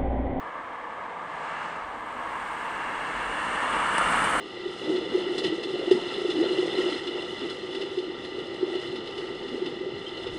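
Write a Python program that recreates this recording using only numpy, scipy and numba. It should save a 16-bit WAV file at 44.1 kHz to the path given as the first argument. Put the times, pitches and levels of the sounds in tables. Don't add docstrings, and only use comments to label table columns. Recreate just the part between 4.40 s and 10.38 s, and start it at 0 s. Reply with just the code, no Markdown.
import sys
import numpy as np
from scipy import signal
from scipy.fft import rfft, irfft, next_fast_len
from scipy.io import wavfile
from scipy.ndimage import uniform_filter1d
from numba import njit

SR = 44100
rng = np.random.default_rng(int(sys.argv[2]) if len(sys.argv) > 2 else 0)


def wav_out(sig):
    wavfile.write(sys.argv[1], SR, np.round(np.clip(np.atleast_2d(sig).T, -1, 1) * 32767).astype(np.int16))


N = 263718
TIME = np.arange(N) / SR
FFT_SIZE = next_fast_len(N + SR // 2)
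FREQS = np.maximum(np.arange(FFT_SIZE // 2 + 1) * SR / FFT_SIZE, 1)

# t/s, gurgle level/dB, spray level/dB
WALLOW_RIDES = [(0.0, -45.5, -48.0), (0.53, -28.5, -39), (0.66, -31, -40.5), (0.92, -27.5, -37),
                (1.18, -32.5, -41), (1.48, -28.5, -41), (1.56, -34, -37.0), (1.78, -32, -37.5),
                (2.1, -25, -35.5), (2.51, -30.5, -34.5), (2.61, -36.0, -39.5), (3.75, -36.5, -46.5),
                (4.18, -37, -46.5), (4.36, -32, -40), (4.6, -38.5, -46), (5.22, -32.0, -45.5),
                (5.48, -37.5, -51.5), (5.82, -33.5, -41.5)]
# f/Hz, gain/dB
AIR_EQ = [(25, 3), (60, -2.5), (120, 2.5), (250, 0.5), (400, -5), (800, -0.5), (2000, 1.5), (4000, 0.5),
          (7000, 0), (11000, -9)]
# t/s, peak level/dB, f/Hz, attack/s
PLUNGE_CUES = [(0.250, -25, 380, 0.012), (0.519, -22.5, 392, .005), (0.733, -12.5, 366.6, .018),
               (0.891, -20, 339, 0.0038), (1.049, -18.5, 335, 0.0047), (1.510, -6, 396, 0.0036),
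               (1.531, -22, 365, 0.0097), (1.845, -19, 375, 0.0038), (1.885, -16.5, 373, 0.0064),
               (1.996, -15, 342, 0.018), (2.113, -19, 340, .009), (2.183, -16.5, 358, 0.0035),
               (2.383, -16, 332, 0.0038), (2.452, -17.5, 348, 0.0094), (3.030, -26, 366, 0.0039),
               (3.572, -19, 368, 0.0063), (4.224, -16, 365, 0.0047), (4.311, -21.5, 363, .006),
               (4.345, -22.5, 350, 0.0098), (5.054, -26, 300, 0.0036), (5.213, -20.5, 366, 0.0089),
               (5.265, -21, 304, 0.0038), (5.401, -25, 370, 0.01)]
# t/s, length/s, start f/Hz, end f/Hz, peak level/dB
GULP_CUES = [(0.47, 0.06, 298.7, 326, -22), (0.681, .06, 213, 267, -32), (1.03, 0.072, 160, 190, -33),
             (1.105, 0.05, 298, 348, -25), (1.515, .056, 148, 240, -27.5), (1.539, 0.069, 1060, 882, -38.5),
             (1.926, .1, 329, 275, -21), (2.487, 0.09, 299.6, 265, -25.5), (2.655, .06, 325, 281, -24.5),
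             (3.002, .06, 245, 290, -32.5), (3.324, 0.046, 240, 278, -34), (3.665, 0.042, 290, 325, -26),
             (4.442, .085, 141, 114, -39.5), (4.518, 0.12, 278, 190, -35.5), (5.049, 0.2, 272, 215.3, -33),
             (5.47, .17, 138, 98, -39)]
# t/s, peak level/dB, fizz gain/dB, attack/s
SPLAT_CUES = [(0.555, -26.5, -9, 0.0085), (0.979, -23.5, 8, 0.0023), (1.033, -22, -1, 0.016),
              (1.064, -25.5, 4, 0.0045), (1.227, -26, 0, 0.0087), (1.509, -20.5, 2, 0.0035),
              (1.895, -24, 5, .011), (2.495, -28, 5, 0.007), (2.664, -26, -7, .012), (3.000, -30, -6, .003),
              (3.095, -29, 1, 0.0033), (3.347, -26.5, -3, 0.0026), (3.408, -27.5, -3, 0.0093),
              (3.582, -31.5, -3, .005), (3.844, -30, -5, 0.0042), (3.987, -32.5, -8, 0.0036),
              (4.343, -35, -4, .01), (4.418, -32, -1, .006), (4.555, -30, -5, 0.0045),
              (4.670, -28.5, -4, 0.0034), (4.776, -29, -2, 0.0036), (5.079, -34, -10, .004),
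              (5.254, -24, -10, 0.0086), (5.768, -30, -9, 0.0065), (5.867, -30.5, -12, 0.0036)]
# t/s, peak level/dB, start f/Hz, t60/s
DRIP_CUES = [(1.078, -32, 3050, 0.04), (2.783, -36, 2750, 0.076), (5.660, -36, 3120, 0.11)]
# f/Hz, width/Hz, boost/dB
HOUSING_PEAKS = [(368.4, 123.4, 21), (489.4, 80, 7), (760, 50, 1), (878, 74, 6), (1339, 179, 12),
                 (1903, 16, 6.5), (1996, 324, 20.5), (2718, 189, 14), (2917, 151, 16), (3085, 274, 9),
                 (3480, 168, 15.5), (3707, 280, 9), (4000, 106, 11.5), (4144, 131, 17), (4463, 100, 13.5),
                 (4690, 100, 6), (5071, 350, 16.5), (6050, 55, 5.8), (6900, 48, 3.5), (7840, 38, 4.2),
                 (8320, 210, 10.5), (9000, 150, 5), (9855, 87, 10.5), (10800, 115, 9)]
# f/Hz, gain/dB
HOUSING_EQ = [(25, -12.5), (60, -9), (120, -4), (250, 0.0), (550, -2.05), (1050, -9.5), (1600, -16.5),
              (2400, -22.5), (3300, -17), (4330, -25), (5700, -26.5), (7300, -30), (9400, -37),
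              (11000, -40.5)]
# f/Hz, rms level/dB
BUZZ_PARTIALS = [(800, -58), (900, -59), (1200, -56), (1300, -68), (1500, -80), (2000, -58.5)]


def undb(db):
    return 10 ** (np.asarray(db) / 20)


def eq_curve(points):
    hz, db = np.transpose(points)
    return np.interp(np.log(FREQS), np.log(hz), db)


def band(x, lo_hz, hi_hz, order=2):
    return signal.sosfilt(signal.butter(order, [lo_hz, hi_hz], "band", fs=SR, output="sos"), x)


def housing_impulse():
    peaks_db = sum(boost / (1 + (2 * (FREQS - hz) / width) ** 2) for hz, width, boost in HOUSING_PEAKS)
    cepstrum = irfft(np.log(undb(eq_curve(HOUSING_EQ) + peaks_db)), FFT_SIZE)
    cepstrum[1:FFT_SIZE // 2] *= 2
    cepstrum[FFT_SIZE // 2 + 1:] = 0
    return irfft(np.exp(rfft(cepstrum)), FFT_SIZE)[:4096]


HOUSING_IR = housing_impulse()


def housed(x):
    return signal.oaconvolve(x, HOUSING_IR)[:len(x)]


def fader(x, db):
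    return x * undb(db) / np.std(housed(x))


def place(out, at_s, x, peak_db):
    start = int(at_s * SR)
    gain = undb(peak_db) / np.abs(housed(x)).max()
    out[start:start + len(x)] += gain * x[:N - start]


def wobble(rate_hz):
    hold = int(SR / rate_hz)
    steps = np.repeat(rng.standard_normal(N // hold + 1), hold)
    smooth = uniform_filter1d(uniform_filter1d(steps, hold), hold)[:N]
    return smooth / smooth.std()


def decay(t, t60):
    return np.exp(-np.log(1000) * t / t60)


def swell(t, attack_s, t60):
    return np.minimum(t / attack_s, decay(t - attack_s, t60))


@njit
def ring_bubbles(starts, pitches, cycles, gains, rise):
    out = np.zeros(N)
    for k in range(len(starts)):
        length, phase = int(cycles[k] * SR / pitches[k]), 0.
        for i in range(min(length, N - starts[k])):
            age = i / length
            phase += 2 * np.pi * pitches[k] * (1 + rise * age) / SR
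            out[starts[k] + i] += gains[k] * np.exp(-6 * age) * np.sin(phase)
    return out


def bubbles(count, lo_hz, hi_hz, cycles, scatter_db, rise):
    when, pitch, ring, strength, polarity = rng.random((count, 5)).T
    hz = lo_hz * (hi_hz / lo_hz) ** pitch
    accent_db = scatter_db * np.minimum(-np.log(1 - strength), 4)
    gains = undb(accent_db) * np.sign(polarity - .5) * hz ** 1.5
    cloud = ring_bubbles((when * N).astype(np.int64), hz, cycles * (.5 + ring), gains, rise)
    return cloud / cloud.std()


def patter(size, scatter_db):
    clicks = rng.standard_normal(size) * undb(scatter_db * rng.standard_normal(size))
    return clicks / clicks.std()


def gurgle(db):
    cloud = bubbles(count=2600, lo_hz=129.6, hi_hz=806, cycles=14, scatter_db=2.5, rise=.13)
    return fader(band(cloud, 110, 836) * undb(1.94 * wobble(25.93)), db)


def spray(db):
    cloud = bubbles(count=10000, lo_hz=647.7, hi_hz=4297, cycles=44, scatter_db=3, rise=.061)
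    impacts = band(patter(N, scatter_db=3.5), 600, 5540, order=4)
    return fader((cloud + undb(6) * impacts) * undb(wobble(30)), db)


def mist(db):
    cloud = bubbles(count=12000, lo_hz=5400, hi_hz=10900, cycles=17, scatter_db=4, rise=.1)
    impacts = undb(9.5) * patter(N, scatter_db=7)
    fizz = band(cloud + impacts, 5240, 14000, order=4)
    return fader(fizz * undb(1.6 * wobble(35)), db)


def air():
    spectrum = rfft(rng.standard_normal(N), FFT_SIZE) * undb(eq_curve(AIR_EQ))
    bed = irfft(spectrum, FFT_SIZE)[:N]
    return fader(bed * undb(.85 * wobble(3.5)), db=-39)


def breeze(start_db=-68.5, rise_db_per_s=2.5):
    rumble = band(rng.standard_normal(N), 22, 105) * undb(3.2 * wobble(8))
    return fader(rumble, start_db + rise_db_per_s * TIME)


def plunges():
    out, t = np.zeros(N), TIME[:SR // 4]
    for at_s, db, hz, attack_s in PLUNGE_CUES:
        pocket = np.sin(2 * np.pi * hz * t) * swell(t, attack_s, t60=.03)
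        churn = band(rng.standard_normal(len(t)), 110, 1200) * decay(t, t60=.11)
        place(out, at_s, pocket + undb(-1) * churn, db)
    return out


def gulps():
    out = np.zeros(N)
    for at_s, length_s, start_hz, end_hz, db in GULP_CUES:
        size = int(length_s * SR)
        phase = 2 * np.pi * np.cumsum(np.geomspace(start_hz, end_hz, size)) / SR
        turbulence = wobble(132)[:size] + 1j * wobble(136.3)[:size]
        rough_note = np.real((.56 + turbulence) * np.exp(1j * phase))
        arch = np.sin(np.linspace(0, np.pi, size))
        place(out, at_s, rough_note * arch, db)
    return out


def splats():
    out, t = np.zeros(N), TIME[:SR // 3]
    for at_s, db, fizz_db, attack_s in SPLAT_CUES:
        shower = swell(t, attack_s, t60=.11)
        drops = band(patter(len(t), scatter_db=2) * shower, 2320, 5500, order=1)
        fizz = band(patter(len(t), scatter_db=2) * shower, 5000, 14000)
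        place(out, at_s, drops + undb(fizz_db) * fizz, db)
    return out


def drips():
    out, t = np.zeros(N), TIME[:SR // 4]
    soft_attack = 1 - np.exp(-t / .01)
    for at_s, db, hz, t60 in DRIP_CUES:
        note = np.sin(2 * np.pi * hz * t * (1 + .32 * t))
        place(out, at_s, note * decay(t, t60) * soft_attack, db)
    return out


def banks(x, t60, wet_db):
    t = TIME[:SR // 2]
    build_up = 1 - np.exp(-t / .016)
    tail = band(rng.standard_normal(len(t)), 140, 6300) * decay(t, t60) * build_up
    return x + undb(wet_db) * signal.oaconvolve(x, tail / np.linalg.norm(tail))[:N]


def scene():
    times, gurgle_ride, spray_ride = np.transpose(WALLOW_RIDES)
    slop_db = .92 * wobble(14)
    gurgle_db = np.interp(TIME, times, gurgle_ride) + slop_db
    spray_db = np.interp(TIME, times, spray_ride) + slop_db
    mist_db = -55.5 + 1.03 * (spray_db + 40)
    gurgle_trim_db, spray_trim_db = -2, -.3
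    wash = gurgle(gurgle_db + gurgle_trim_db) + spray(spray_db + spray_trim_db) + mist(mist_db)
    water = wash + plunges() + gulps() + splats() + drips()
    return (banks(water, t60=.57, wet_db=-14.5) + air() + breeze())[None]


def record(dry):
    buzz = sum(np.sqrt(2) * undb(db) * np.sin(2 * np.pi * (hz * TIME + rng.random()))
               for hz, db in BUZZ_PARTIALS)
    high_cut = signal.ellip(12, .2, 90, 11100, fs=SR, output="sos")
    return signal.sosfilt(high_cut, housed(dry[0]) + buzz)[None]


dry = scene()
out = record(dry)
wav_out(out)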